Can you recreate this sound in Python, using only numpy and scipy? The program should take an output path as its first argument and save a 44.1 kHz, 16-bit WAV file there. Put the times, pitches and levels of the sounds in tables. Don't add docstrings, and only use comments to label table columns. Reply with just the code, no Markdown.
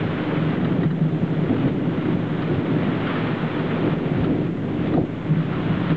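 import sys
import numpy as np
from scipy import signal
from scipy.io import wavfile
from scipy.ndimage import uniform_filter1d

SR = 44100
rng = np.random.default_rng(int(sys.argv[2]) if len(sys.argv) > 2 else 0)


def how_loud(loudness_db):
    steps = np.asarray(loudness_db, float) / 20
    return 10 ** steps


def dump_mix(stems):
    frames = np.atleast_2d(stems).T
    limited = np.clip(frames, -1, 1)
    pcm = np.round(limited * 32767).astype(np.int16)
    wavfile.write(sys.argv[1], SR, pcm)


N = 262836

# pitch in Hz (before detuning), relative level in dB (before tilt),
# time to fall by 60 dB in seconds.
SILL = [(1286, 1.5, 0.017), (1814, -2, 0.017), (2930, -5, 0.011), (3700, -7.5, .012), (4560, -14, 0.011)]
FAR_HZ = 260


def evened(x):
    return x / np.sqrt(np.mean(x ** 2) + 1e-20)


def read(points, hz):
    point_hz, value = np.transpose(points)
    return np.interp(np.log(hz + 1), np.log(point_hz + 1), value)


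def played(rows, column):
    rows = np.array(rows)
    db = np.interp(np.arange(N) / SR, rows[:, 0], rows[:, column])
    return how_loud(db)


def add(mix, start_s, sound):
    part = mix[round(start_s * SR):][:len(sound)]
    part += sound[:len(part)]


def coloured(x, points, size=8192):
    hz = abs(np.fft.fftfreq(size, 1 / SR))
    log_gain = np.log(how_loud(np.maximum(read(points, hz), -100)))
    spectrum = np.exp(np.conj(signal.hilbert(log_gain)))
    taps = np.fft.ifft(spectrum).real[:size // 2]
    return signal.oaconvolve(x, taps)[:N]


def scattered(per_s, spread_db):
    chance, size, sign = rng.random((3, N))
    happens = chance < per_s / SR
    height = how_loud(spread_db * np.minimum(-np.log(size + 1e-9), 5))
    return happens * np.sign(sign - .5) * height


def steadied(x, seconds, share):
    width = int(seconds * SR)
    power = uniform_filter1d(uniform_filter1d(x ** 2, width), width)
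    level = np.sqrt(abs(power) + 1e-9)
    return evened(x / level ** share)


def surge(hz):
    # middle in seconds, change in dB at its strongest, centre in Hz, width in octaves,
    # half length in seconds.
    surges = [(0.06, 11, 111, 0.35, 0.14), (0.353, -3, 165, 0.27, 0.022), (0.332, 7, 390, 0.26, 0.02),
              (0.447, 4, 150, 0.94, 0.039), (0.896, -5, 200, .8, 0.035), (1.236, 11, 112, 0.27, .04),
              (1.23, 7, 282, .4, .03), (1.288, -7, 180, .6, 0.034), (1.416, -1.5, 157, 0.28, 0.092),
              (1.514, 1.5, 112, .3, 0.058), (1.526, 4, 310, 0.61, 0.061), (1.658, 7.5, 202, 1.4, 0.027),
              (1.884, -2, 111, 0.33, 0.031), (2.092, 4, 260, 0.41, 0.084), (2.15, 12, 141, 0.48, 0.038),
              (2.423, 4, 112, 0.36, .04), (2.506, 4, 310, .5, .04), (2.554, 13, 112, 0.35, 0.067),
              (2.643, -6, 130, .5, 0.062), (2.74, 3, 200, 1.8, 0.094), (2.954, 0.5, 157, .3, .05),
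              (3.25, 9, 130, .4, 0.058), (3.344, 1, 140, .4, .04), (3.388, -5, 200, 1.3, 0.028),
              (3.432, 6, 170, 0.37, .04), (3.496, -7, 230, 0.7, 0.032), (3.879, 7.5, 326, 0.39, 0.029),
              (3.91, 13, 129, .4, .04), (4.02, -6, 120, .4, .06), (4.2, 12, 112, 0.2, 0.064),
              (4.303, 4, 257, 0.24, 0.043), (4.55, -4.5, 150, 0.91, 0.051), (4.832, 6, 126, 0.45, .06),
              (4.945, 9.5, 112, .3, 0.033), (4.984, 7, 390, 0.28, 0.021), (5.051, 4, 262, 0.35, 0.019),
              (5.072, -13, 171, 1.3, 0.022), (5.206, -2.5, 200, 1.1, 0.084), (5.277, 11, 112, 0.22, .04),
              (5.45, 1, 112, 0.19, .05), (5.605, 5, 135, .4, 0.024), (5.61, 3, 392, .3, 0.028),
              (5.704, 5, 135, .5, 0.026), (5.923, 13, 170, 0.89, 0.035)]
    t = np.arange(0, N + 64, 64) / SR
    db = np.zeros(len(t))
    for middle_s, change_db, mid_hz, octaves, half_s in surges:
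        nearness = np.exp(-(np.log2(hz / mid_hz) / octaves) ** 2)
        db += change_db * nearness * np.maximum(1 - abs(t - middle_s) / half_s, 0)
    return how_loud(np.interp(np.arange(N) / SR, t, db))


def course(hz, db):
    # time in seconds, common level in dB (before tilt, trim and surges),
    # brightness in dB per octave.
    roll = [(0.0, -28, 2.5), (0.85, -23.5, -0.5), (0.88, -29.5, 0), (1.48, -26, 2.5), (1.49, -23, -2),
            (2.47, -28, 0), (2.49, -25.5, 2), (2.77, -24.5, -1), (3.54, -27, 1), (3.88, -23, 2.5),
            (3.92, -28, 2.5), (4.3, -22.5, 2.5), (4.53, -28, -1), (4.86, -25, -1), (4.98, -22, 2.5),
            (5.13, -30.5, -1), (5.64, -26.5, -2.5), (5.88, -28, -4), (5.91, -26, 0), (5.96, -35.5, 7)]
    tilt = played(roll, column=2) ** np.log2(hz / FAR_HZ)
    return how_loud(db) * played(roll, column=1) * tilt * surge(hz)


def thunder():
    # frequency in Hz, relative level in dB per Hz.
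    rumble_spectrum = [(50, -31), (80, -11), (95, -6.5), (115, 5.5), (135, -5), (170, -24.5), (300, -58.5)]
    boom_spectrum = [(80, -42.5), (125, -19), (145, -7.5), (157, -0.5), (168, -6), (195, -13), (300, -66.5)]
    far_spectrum = [(120, -46), (180, -0.5), (210, -2.5), (250, 4), (280, 1.5), (301, 5), (330, -10.5),
                    (450, -53)]
    near_spectrum = [(220, -31), (320, -6.5), (368, 2), (400, -2), (500, -6.5), (700, -14), (900, -22.5),
                     (1400, -54)]
    deep_spectrum = [(12, -24), (25, -9), (35, -4), (60, -2), (75, 4.5), (90, -5), (130, -38)]
    # time in seconds, level in dB (the ring's before
    boom_level = [(0.0, -25.5), (0.31, -32.5), (0.33, -23), (1.14, -23.5), (1.16, -27), (1.44, -19),
                  (1.48, -27.5), (1.59, -27.5), (2.95, -25), (2.99, -29.5), (4.37, -24.5), (4.75, -31),
                  (4.8, -28), (5.28, -31), (5.31, -21.5), (5.64, -29), (5.68, -23), (5.96, -27.5)]
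    deep_level = [(0.0, -44), (0.06, -49), (0.76, -54), (0.78, -41.5), (0.93, -59), (1.59, -43.5),
                  (1.81, -51.5), (3.9, -52), (4.21, -41), (4.68, -52), (4.98, -38), (5.04, -49),
                  (5.51, -46), (5.58, -36.5), (5.86, -47), (5.96, -40)]

    shocks = scattered(1500., 1.74)
    rumble = coloured(scattered(1500., 0.91), rumble_spectrum)
    rumble = steadied(rumble, 0.029, 0.55) * course(hz=112, db=-8.5)
    boom = coloured(scattered(1500., 0.72), boom_spectrum)
    boom = steadied(boom, 0.084, 1.0) * played(boom_level, column=1) * how_loud(-1) * surge(hz=157)
    far = steadied(coloured(shocks, far_spectrum), 0.077, .7) * course(FAR_HZ, db=-1)
    near = steadied(coloured(shocks, near_spectrum), 0.036, 0.42) * course(hz=390, db=-5.5)
    deep = evened(coloured(rng.standard_normal(N), deep_spectrum)) * played(deep_level, column=1)
    return deep + rumble + boom + far + near


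def sinking():
    # start in seconds, depth in dB (before the fall and return shape it).
    sinks = [(.33, 0), (.55, 4.5), (.72, 3.5), (.86, 7), (1.04, 2.5), (1.69, 6.5), (2.13, 4.5), (2.55, 2.),
             (3.2, 1), (3.32, 3.), (3.55, 1), (3.935, 5), (4.25, 4.5), (4.47, 6.5), (4.89, 3), (4.96, 8.5),
             (5.52, 0), (5.78, 1.5), (5.925, 7.5)]
    fall_s, swell_s = 0.014, 0.35
    drop_db = np.zeros(N)
    for start_s, depth_db in sinks:
        t = np.maximum(np.arange(N) / SR - start_s, 0)
        drop_db += depth_db * (1 - np.exp(-t / fall_s)) * np.exp(-t / swell_s)
    return how_loud(-drop_db)


def tap(tilt_db, detune, spray):
    t = np.arange(len(spray)) / SR
    ring = np.zeros(len(t))
    for (hz, db, t60), factor in zip(SILL, detune):
        octaves = np.log2(hz / SILL[0][0])
        ring += how_loud(db + tilt_db * octaves - 60 * t / t60) * np.sin(2 * np.pi * hz * factor * t)
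    ring *= (1 - np.exp(-t / 0.00071)) ** 2
    splash = spray * how_loud(-60 * t / 0.057)
    splash[0] = 2.6
    ring = signal.oaconvolve(ring, splash)
    return ring / abs(ring).max()


def rain():
    # frequency in Hz, relative level in dB per Hz.
    wash_spectrum = [(300, -11.5), (500, 3), (800, 0), (1000, 0.5), (1300, 0), (1600, -2), (2000, -3.5),
                     (2600, -7.5), (3400, -10), (4000, -17.5), (4700, -23.5), (5500, -19), (7000, -38)]
    # time in seconds, level of the wash in dB (before the dips).
    rain_level = [(0, -33), (.3, -32.5), (1.5, -33.5), (2.95, -31.5), (3.16, -28.5), (4.2, -32.5),
                  (4.6, -35), (4.87, -32), (5.4, -33.5), (5.8, -31), (5.91, -29.5)]
    _, _, cells = signal.stft(coloured(scattered(9000., 1.3), wash_spectrum), SR, nperseg=512)
    patches = uniform_filter1d(rng.standard_normal(cells.shape), 20, 0)
    patches = evened(uniform_filter1d(patches, 8, 1))
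    wash = evened(signal.istft(cells * how_loud(0.64 * patches), SR, nperseg=512)[1][:N])

    patter = np.zeros(N)
    for _ in range(8):
        hits = scattered(12., 4.0)
        one_tap = tap(0., rng.uniform(.85, 1.15, len(SILL)), rng.standard_normal(2000))
        patter += signal.oaconvolve(hits, one_tap)[:N]
    return (wash + how_loud(-13.5) * evened(patter)) * played(rain_level, column=1) * sinking()


def drops():
    # start in seconds, peak in dB, treble tilt in dB per octave.
    near_drops = [(0.5013, -28, -0.5), (0.6094, -34, 6), (0.6454, -25.5, 1), (0.719, -26.5, -2.5),
                  (0.831, -25.5, -1), (0.9043, -29.5, -1.5), (2.4194, -26.5, 3), (2.9113, -28, -1),
                  (3.0935, -25, 3), (3.155, -22, -1), (4.2407, -24.5, 2), (4.8692, -30, 2),
                  (4.935, -25.5, -5), (5.4016, -30, -2), (5.531, -24.5, -1), (5.901, -25, -2.5)]
    out = np.zeros(N)
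    for start_s, peak_db, tilt_db in near_drops:
        detune = rng.uniform(0.937, 1.08, len(SILL))
        spray = rng.standard_normal(2000)
        add(out, start_s, how_loud(peak_db) * tap(tilt_db, detune, spray))
    return out


def claps():
    # start in seconds, body level in dB, pitch it settles to in Hz,
    # time for the body to fall by 60 dB in seconds, crack level in dB (levels before rise and decay).
    single_claps = [(.78, -12, 200, .08, -36), (0.83, -12, 258, 0.094, -31.5), (.853, -8, 157.4, 0.15, -33),
                    (1.011, -10, 160, 0.22, -37), (1.12, -10, 156, .12, -41), (1.228, -17, 158, .1, -34),
                    (1.495, -14, 248, 0.11, -22.5), (1.771, -10, 153, 0.041, -35),
                    (1.873, -7.5, 164, 0.05, -35), (1.923, -18, 283, 0.039, -36),
                    (2.087, -16, 307, 0.085, -26), (2.498, -10, 273, 0.041, -29),
                    (2.878, -13, 207, 0.037, -24), (3.607, -23, 372, 0.094, -25),
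                    (4.114, -13, 150, 0.07, -24), (4.944, -10, 261, 0.095, -27),
                    (4.974, -8, 157.5, 0.074, -16), (5.012, -6, 124, 0.041, -25),
                    (5.305, -9.5, 157.7, 0.19, -38), (5.368, -11, 156, 0.1, -38),
                    (5.635, -16, 295, 0.031, -37)]
    crack_hz, crack_t60 = 704, 0.035
    out, t = np.zeros(N), np.arange(SR // 4) / SR
    for start_s, body_db, hz, t60, crack_db in single_claps:
        turns = hz * (t + .3 * 0.0058 * (1 - np.exp(-t / 0.0039)))
        body = how_loud(body_db - 60 * t / t60) * (1 - np.exp(-t / 0.0028)) * np.sin(2 * np.pi * turns)
        crack = how_loud(crack_db - 60 * t / crack_t60) * (1 - np.exp(-t / .0005))
        crack = crack * np.sin(2 * np.pi * crack_hz * t)
        add(out, start_s, body + crack)
    return out


def scene():
    return (thunder() + rain() + drops() + claps())[None]


def band_limit(x):
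    return signal.sosfilt(signal.butter(12, 8850, fs=SR, output="sos"), x)


def record(dry):
    # frequency in Hz, relative level in dB per Hz.
    hiss_spectrum = [(20, 11), (5500, -2.5), (7000, -2.5), (7600, -4), (8200, -11.5), (8800, -26.5),
                     (9500, -54)]
    # frequency in Hz, rms level in dB.
    whine_tones = [(6222, -92), (6666, -92)]
    ceiling, hardness = .285, 8.
    dull = signal.sosfilt(signal.butter(6, 4400., fs=SR, output="sos"), dry)
    clipped = dull / (1 + abs(dull / ceiling) ** hardness) ** (1 / hardness)
    smooth = signal.sosfilt(signal.butter(4, 4400., fs=SR, output="sos"), clipped)
    t = np.arange(N) / SR
    whine = sum(how_loud(db) * np.sqrt(2) * np.sin(2 * np.pi * hz * t) for hz, db in whine_tones)
    hiss = how_loud(-64.5) * evened(coloured(rng.standard_normal(N), hiss_spectrum))
    offset = -.0055
    return band_limit(smooth + hiss + whine + offset)


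dry = scene()
out = record(dry)
dump_mix(out)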